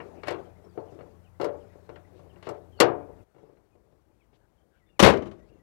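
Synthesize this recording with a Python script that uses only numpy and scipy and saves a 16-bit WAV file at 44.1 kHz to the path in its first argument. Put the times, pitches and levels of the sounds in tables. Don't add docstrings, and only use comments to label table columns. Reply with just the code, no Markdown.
import sys
import numpy as np
from scipy import signal
from scipy.fft import rfft, irfft
from scipy.io import wavfile
from scipy.ndimage import uniform_filter1d, map_coordinates

SR = 44100
rng = np.random.default_rng(int(sys.argv[2]) if len(sys.argv) > 2 else 0)


def elevation(decibels):
    levels = np.asarray(decibels, float)
    return 10 ** (levels / 20)


def file_out(sig):
    cols = np.atleast_2d(sig).T
    lim = np.clip(cols, -1, 1)
    pcm = np.round(lim * 32767).astype(np.int16)
    wavfile.write(sys.argv[1], SR, pcm)


N = 247842
CHANGE_S = 3.243
HAND_DAMPING_DB = 60

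# start_s, peak_db, clank_db, tick_db
ROD_KNOCKS = [(0.001, -34.5, -10.5, -55), (0.233, -35.5, -7.5, -28), (0.271, -33.5, -8, -17),
              (0.281, -27.5, -2, -14.5), (0.306, -31, -9.5, -16.5), (0.319, -29.5, -14, -26),
              (0.344, -32.5, -19.5, -39), (0.775, -24.5, -34.5, -59), (0.799, -39, -38, -50),
              (0.921, -44, -35, -40), (0.989, -42, -16.5, -52), (1.007, -41, -19, -42),
              (1.399, -19.5, -30.5, -44), (1.412, -22.5, -19, -24), (1.429, -27, -21.5, -29),
              (1.443, -22, -22, -22), (1.456, -24.5, -26.5, -32), (1.486, -31, -25, -54),
              (1.753, -46, -36, -30), (1.891, -36.5, -17.5, -35), (1.919, -51, -28, -39),
              (1.958, -46.5, -7, -29), (2.193, -46, -25, -28), (2.358, -50, -10.5, -45),
              (2.426, -48, -1.5, -12.5), (2.469, -25.5, -21.5, -37), (2.489, -29, -19, -18),
              (2.508, -33, -28, -29)]
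# start_s, peak_db, clank_db, tick_db
ROD_SNAP = [
    (2.801, -10, -9, -4),
    (2.807, -9, -9, -14.5),
    (2.819, -8, -21, -29),
    (3.088, -53, -25, -39),
]
# start_s, peak_db, clank_db
HINGE_CREAKS = [
    (3.345, -53.5, -22),
    (3.362, -54, -21),
    (3.382, -51, -22),
    (3.43, -48.5, -41),
    (3.492, -52, -26),
    (3.569, -64, -8.5),
    (3.751, -54.5, -26.5),
    (3.924, -57.5, -32),
    (4.329, -60, -13),
]
# pitch_hz, level_db, t60_s
RAISED_MODES = [(290, -10.5, 1.4), (436, -6, 0.9), (477.3, -5, 0.48), (579, -4, 0.8), (640, -14.5, 0.84),
                (717.5, -8, 0.7), (877, -11.5, 0.44), (1030, -18.5, 0.28), (1090, -15.5, 0.3),
                (1140, -24, 0.33), (1180, -12.5, 0.5), (1324, -12.5, 0.5), (1507, -19.5, 0.29),
                (1635, -17, 0.28)]
# pitch_hz, level_db, t60_s
FRAME_MODES = [(118, 2.5, .4), (141, 3.5, .35), (350, -1, .6), (403, -4, .45), (1360, -5.5, .15),
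               (1850, -4, .12), (2033, -6, .12), (2236, -2.5, .12), (2800, -1.5, .1), (4140, -3.5, .08),
               (4510, -4, 0.069), (5176, -3.5, .06), (7530, -4, .04)]
# pitch_hz, t60_s
RAISED_DECAY = [(100, 1), (400, .48), (1000, .4), (2000, .22), (4000, 0.12), (8000, .055), (15000, .032)]
# pitch_hz, level_db
RAISED_TONE = [(40, -35.5), (80, -12), (130, 5), (215, -8.5), (320, 3.5), (600, -1.5), (1100, 0.5),
               (1800, -0.5), (3000, 1.5), (5000, 0), (12000, -2.5), (16000, -25)]


def rod():
    damping_db = 48
    early = [(s, db, -42 - 0.73 * db, clank, tick, damping_db) for s, db, clank, tick in ROD_KNOCKS]
    early += [(s, db, -21, clank, tick, damping_db) for s, db, clank, tick in ROD_SNAP]
    late = [(s, db, -8, clank, -33, HAND_DAMPING_DB) for s, db, clank in HINGE_CREAKS]

    def ring(contacts):
        return panel(contacts, RAISED_MODES + FRAME_MODES, RAISED_DECAY, RAISED_TONE, strong_db=-12.5,
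                     dense_db=-15.5, spread=.3, late_db=-18, crack=1.3, attack_s=.0011)

    return before_change() * ring(early) + ring(late)


# start_s, peak_db, thud_db, clank_db, tick_db
HOOD_BLOWS = [
    (4.993, -21, -17, -4, -10),
    (4.998, -12, -14, -7, -12),
    (5.025, -7.5, -6, -11, -16),
    (5.032, -9, -4, -3, -22),
    (5.044, -8, -10, -4.5, -19.5),
    (5.061, -6, -14, -14.5, -25),
    (5.074, -5.5, -16, -16.5, -31),
    (5.086, -10.5, -18, -16.5, -30.5),
    (5.099, -14, -16.5, -17.5, -29),
]
# start_s, peak_db
LATCH_BOUNCES = [
    (5.134, -26.5),
    (5.171, -31),
    (5.222, -36.5),
    (5.256, -41),
    (5.269, -40.5),
    (5.313, -41.5),
]
# start_s, level_db
HOOK_CATCHES = [
    (4.995, -23.5),
    (5.002, -25),
]
# pitch_hz, level_db, t60_s
HOOK_MODES = [
    (1158, 3, 0.057),
    (3050, -2.5, .06),
    (5896, -5, 0.026),
]
# pitch_hz, level_db, t60_s
SHUT_MODES = [(91.3, -14, 0.71), (136.8, -11, 0.29), (197.6, -7, 1.4), (341, -6.5, 0.9),
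              (392.9, -5.5, 0.52), (524, -9.5, 0.32), (625, -22.5, 1.3), (834, -6, 0.24), (958, -15, 0.33),
              (1040, -6.5, 0.27), (1130, -23, 1.2), (1271, -10.5, 0.23), (1365, -16.5, 0.25),
              (1477, -26, 0.46)]
# pitch_hz, t60_s
SHUT_DECAY = [(100, 0.35), (400, .4), (1000, 0.26), (2000, 0.25), (4000, 0.15), (8000, 0.13),
              (15000, 0.089)]
# pitch_hz, level_db
SHUT_TONE = [(40, -16.5), (85, 5.5), (140, -3), (200, 10.5), (300, 2.5), (450, 2), (800, -1), (1500, 1.5),
             (4000, 6), (7000, 4), (12000, -1), (16000, -18.5)]


def slam():
    out = np.zeros(N + SR)
    t = np.arange(SR // 10) / SR
    chinks = [(s, db, 2.5) for s, db in HOOK_CATCHES]
    chinks += [(s, db - 17, -9.5) for s, db in LATCH_BOUNCES]
    for s, db, top_db in chinks:
        strengths = elevation(rng.normal(0, 1.8, len(HOOK_MODES)) + [0, 0, top_db])
        out[round(s * SR):][:len(t)] += elevation(db) * ringing(HOOK_MODES, strengths, t)
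    contacts = [(*blow, HAND_DAMPING_DB) for blow in HOOD_BLOWS]
    contacts += [(*bounce, -3.5, -16, -30, HAND_DAMPING_DB) for bounce in LATCH_BOUNCES]
    return out[:N] + panel(contacts, SHUT_MODES, SHUT_DECAY, SHUT_TONE, strong_db=-13,
                           dense_db=-16.5, spread=.3, late_db=-18.5, crack=1.5, attack_s=.0012)


def panel(contacts, strong, t60s, colour, strong_db, dense_db, spread, late_db, crack, attack_s):
    s, db, thud_db, clank_db, tick_db, damping_db = np.transpose(contacts)
    t = np.arange(SR * 6 // 10) / SR

    def tone_db(hz):
        return np.array([along([(130, thud), (550, 0), (2500, clank), (8500, tick)], hz)
                         for thud, clank, tick in zip(thud_db, clank_db, tick_db)])

    noise = rng.standard_normal((len(s), len(t)))
    hz, frames, z = signal.stft(noise, SR, nperseg=1024, noverlap=768)
    t60 = along(t60s, hz) * np.exp(spread * rng.uniform(-0.46, 1, (len(s), len(hz))))
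    fall_db = -60 * frames / t60[..., None]
    decay = elevation(fall_db) + elevation(late_db + fall_db / 2.2)
    gain = elevation(tone_db(hz) + along(colour, hz) + dense_db) * np.sqrt(SR / (hz + 60))
    dense = signal.istft(z * gain[..., None] * decay, SR, nperseg=1024, noverlap=768)[1]

    modes_hz = np.transpose(strong)[0]
    size = (len(s), len(modes_hz))
    strengths = elevation(tone_db(modes_hz) + strong_db + rng.normal(0, 2.7, size))
    rings = ringing(strong, strengths * rng.choice([-1, 1], size), t)

    shape = elevation(db[:, None] - np.outer(np.abs(damping_db), t)) * (1 - np.exp(-t / attack_s))
    shape = shape * (1 + crack * np.exp(-t / 0.0094))
    out = np.zeros(N + SR)
    for start, blow in zip(s, shape * (dense[:, :len(t)] + rings)):
        out[round(start * SR):][:len(t)] += blow
    return signal.sosfilt(signal.butter(4, 62, "high", fs=SR, output="sos"), out[:N])


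def ringing(modes, strengths, t):
    hz, db, t60 = np.transpose(modes)[:, :, None]
    return strengths @ (elevation(db - 60 * t / t60) * np.sin(2 * np.pi * hz * t))


# start_s, level_db
GRIP = [(0.0, -52), (0.23, -54.5), (0.44, -52.5), (0.55, -64.5), (0.8, -59), (0.95, -55.5), (1.1, -62.5),
        (1.35, -72.5), (1.56, -56.5), (2.07, -64), (2.22, -60.5), (2.6, -63.5), (3.23, -67.5), (3.26, -78),
        (3.4, -66), (3.65, -74.5), (5.0, -81.5), (5.62, -73)]
# pitch_hz, level_db per Hz
MURMUR_TONE = [(120, -30), (190, -10), (310, -2.5), (398, 0), (620, -7.5), (869, -13.5), (1180, -24),
               (2300, -33), (2500, -35), (3250, -65), (5500, -120)]
# pitch_hz, level_db per Hz
RUSTLE_TONE = [(500, -20), (900, 1.5), (1500, -1), (3000, -8.5), (6000, -13.5), (10000, -21.5),
               (16000, -34.5)]


def handling():
    grip_db = np.interp(np.arange(N) / SR, *np.transpose(GRIP))
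    murmur = elevation(grip_db) + after_ring(layer=0)
    murmur = murmur * elevation(2.0 * wobble(27)) * rush(MURMUR_TONE, patchy_db=3.5)
    rustle = elevation(-80 + 0.66 * (grip_db + 65)) + elevation(-4.5) * after_ring(layer=1)
    return murmur + rustle * elevation(1.7 * wobble(60)) * rush(RUSTLE_TONE, patchy_db=2.5)


# start_s, murmur_db, rustle_db, boom_db
HEAVY_BLOWS = [
    (2.82, -42.5, -80, -60),
    (5.06, -43, -64.5, -52),
]


def after_ring(layer):
    rise_s, fall_db = .05, (60.5, 40, 30)[layer]
    s = np.transpose(HEAVY_BLOWS)[0][:, None]
    since = np.maximum(np.arange(N) / SR - s, 0)
    swell = (1 - np.exp(-since / rise_s)) ** 2 * elevation(-fall_db * since)
    heard = np.where(s < CHANGE_S, before_change(), 1)
    return elevation(np.transpose(HEAVY_BLOWS)[1 + layer]) @ (swell * heard)


# start_s, length_s, centre_hz, width_hz, level_db
SCUFF_SWELLS = [(.15, 0.067, 2500, 504, -70.5), (.88, 0.061, 5500, 4000, -78),
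                (2.113, 0.11, 3000, 3500, -76), (2.431, 0.053, 2500, 3500, -59.5),
                (2.499, .09, 1500, 1500, -66), (0.244, 0.045, 1200, 2500, -50),
                (2.767, 0.036, 4400, 300, -66.5), (2.785, 0.019, 900, 900, -47),
                (4.32, .055, 3010, 3000, -76.5), (4.36, .12, 1547, 350, -81), (4.679, 0.12, 1540, 300, -77),
                (4.7, .12, 2900, 1500, -85), (4.871, .03, 2102, 900, -79)]


def scuffs():
    out = np.zeros(N)
    for s, length, centre_hz, width_hz, db in SCUFF_SWELLS:
        u = np.linspace(0, 1, int(length * SR))
        hz = np.fft.rfftfreq(len(u), 1 / SR)
        resonance = 1 / (1 + (2 * (hz - centre_hz) / width_hz) ** 2)
        band = irfft(rfft(rng.standard_normal(len(u))) * resonance, len(u))
        out[round(s * SR):][:len(u)] += elevation(db) * np.sin(np.pi * u ** 1.6) * unit(band)
    return out


# start_s, length_s, pitch_hz, level_db
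FALLING_CHIRPS = [(0.447, 0.024, 3330, -68.5), (0.877, .03, 3200, -68), (1.241, 0.039, 3220, -68),
                  (1.601, 0.03, 3380, -70), (1.947, .016, 3250, -65), (2.295, 0.028, 3200, -63.5),
                  (2.765, 0.035, 3150, -62), (3.185, .03, 2940, -71), (4.196, 0.031, 2750, -70),
                  (4.211, 0.032, 3450, -77), (4.578, 0.017, 3320, -74.5), (4.61, .014, 3350, -77),
                  (4.956, 0.039, 2660, -75), (5.571, .016, 2300, -75.5)]
# start_s, pitch_hz, level_db
RISING_ANSWERS = [
    (.555, 1950, -68),
    (1.345, 1900, -69),
    (1.695, 1800, -68),
    (2.044, 1850, -64.5),
    (5.486, 2560, -69),
]
# start_s, pitch_hz, level_db
LEVEL_PEEPS = [(.64, 5600, -71), (.69, 4850, -75), (.717, 4620, -79), (.79, 4450, -74), (1.0, 4480, -77),
               (2.72, 3270, -66), (2.742, 3100, -67), (5.59, 2012, -72.5), (3.12, 1980, -74),
               (3.72, 2570, -80), (4.11, 2500, -83), (4.752, 2370, -78), (4.86, 3650, -77.5),
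               (4.885, 3660, -77), (4.89, 2900, -69), (4.923, 2845, -74.5), (5.52, 2870, -72),
               (5.551, 2790, -74)]
# start_s, pitch_hz, level_db
SWOOPS = [
    (4.795, 2300, -73.5),
    (5.378, 2250, -73),
]


def birds():
    out = np.zeros(N + SR)
    notes = []
    for s, length, hz, db in FALLING_CHIRPS:
        drop_hz = 22000 * length
        notes.append((s, length, hz, hz - drop_hz * .45, hz - drop_hz, db))
    for rows, length, middle, end in [(RISING_ANSWERS, .019, 1.07, 1.13), (LEVEL_PEEPS, .026, .97, .96),
                                      (SWOOPS, .08, .84, 1)]:
        notes += [(s, length, hz, hz * middle, hz * end, db) for s, hz, db in rows]
    for s, length, start_hz, mid_hz, end_hz, db in notes:
        u = np.linspace(0, 1, int(length * SR))
        hz = np.polyval(np.polyfit([0, .5, 1], [start_hz, mid_hz, end_hz], 2), u)
        flutter_db = 2.2 * rng.standard_normal(8)[(u * 7).astype(int)]
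        breath = elevation(db - 5.5 + flutter_db) * np.sin(np.pi * u) ** 0.44
        out[round(s * SR):][:len(u)] += breath * np.sin(2 * np.pi * np.cumsum(hz) / SR)
    t = np.arange(SR // 5) / SR
    trees = rng.standard_normal(len(t)) * elevation(-60 * t / .15)
    return out[:N] + elevation(-3.5) * signal.fftconvolve(out, trees / np.linalg.norm(trees))[:N]


# pitch_hz, level_db rms
ENGINE_HUM = [
    (86.4, -60.5),
    (173.5, -68),
    (112, -67.5),
]
# pitch_hz, level_db per Hz
RUMBLE_TONE = [(12, -56.5), (20, -25.5), (49, 1), (97, -4), (245, -10), (269, -21.5), (300, -8.5),
               (449, -18.5), (500, -16), (650, -45.5), (1100, -120)]
# pitch_hz, level_db per Hz
HISS_TONE = [(290, -31), (500, -1), (659, -1), (1500, -12), (3290, -27.5), (3650, -29), (14000, -32.5),
             (16000, -35)]


def traffic():
    t = np.arange(N) / SR
    hum = np.zeros(N)
    for hz, db in ENGINE_HUM:
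        drift = 1.1 * wobble(11)
        hum += elevation(db + 1.8 * wobble(14)) * np.sqrt(2) * np.sin(2 * np.pi * hz * t + drift)
    rumble = elevation(background_db(-66.5, -70.5) + 0.79 * wobble(2.5)) + after_ring(layer=2)
    rumble = rumble * rush(RUMBLE_TONE, patchy_db=1.0)
    hiss = elevation(background_db(-71, -78.5)) * rush(HISS_TONE, patchy_db=1.36)
    microphone = elevation(background_db(-82.5, -88)) * rng.standard_normal(N)
    return before_change() * hum + rumble + hiss + microphone


def before_change():
    return np.clip((CHANGE_S - np.arange(N) / SR) * 100, 0, 1)


def background_db(before, after):
    first = before_change()
    return before * first + after * (1 - first)


def rush(spectrum, patchy_db):
    z = signal.stft(rng.standard_normal(N), nperseg=512)[2]
    patches = uniform_filter1d(rng.standard_normal(z.shape), size=5, axis=0)
    patches = uniform_filter1d(patches, size=8, axis=1)
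    x = signal.istft(z * elevation(patchy_db * unit(patches)), nperseg=512)[1][:N]
    colour = elevation(along(spectrum, np.fft.rfftfreq(N, 1 / SR)))
    return unit(irfft(rfft(x) * colour, N))


def wobble(rate):
    knots = rng.standard_normal(int(N * rate / SR) + 4)
    return map_coordinates(knots, [np.arange(N) * rate / SR])


def along(points, hz):
    f, v = np.transpose(points)
    return np.interp(np.log(hz + 1), np.log(f + 1), v)


def unit(x):
    return x / np.sqrt(np.mean(x ** 2) + 1e-20)


def scene():
    sound = rod() + slam() + handling() + scuffs() + birds() + traffic()
    return np.array([elevation(6.02) * sound, np.zeros(N)])


def top_cut(x):
    return signal.sosfilt(signal.butter(12, 15700, fs=SR, output="sos"), x)


def record(dry):
    top, hardness = .93, 4.5
    mix = dry / (1 + np.abs(dry / top) ** hardness) ** (1 / hardness)
    return top_cut(mix)


dry = scene()
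out = record(dry)
file_out(out)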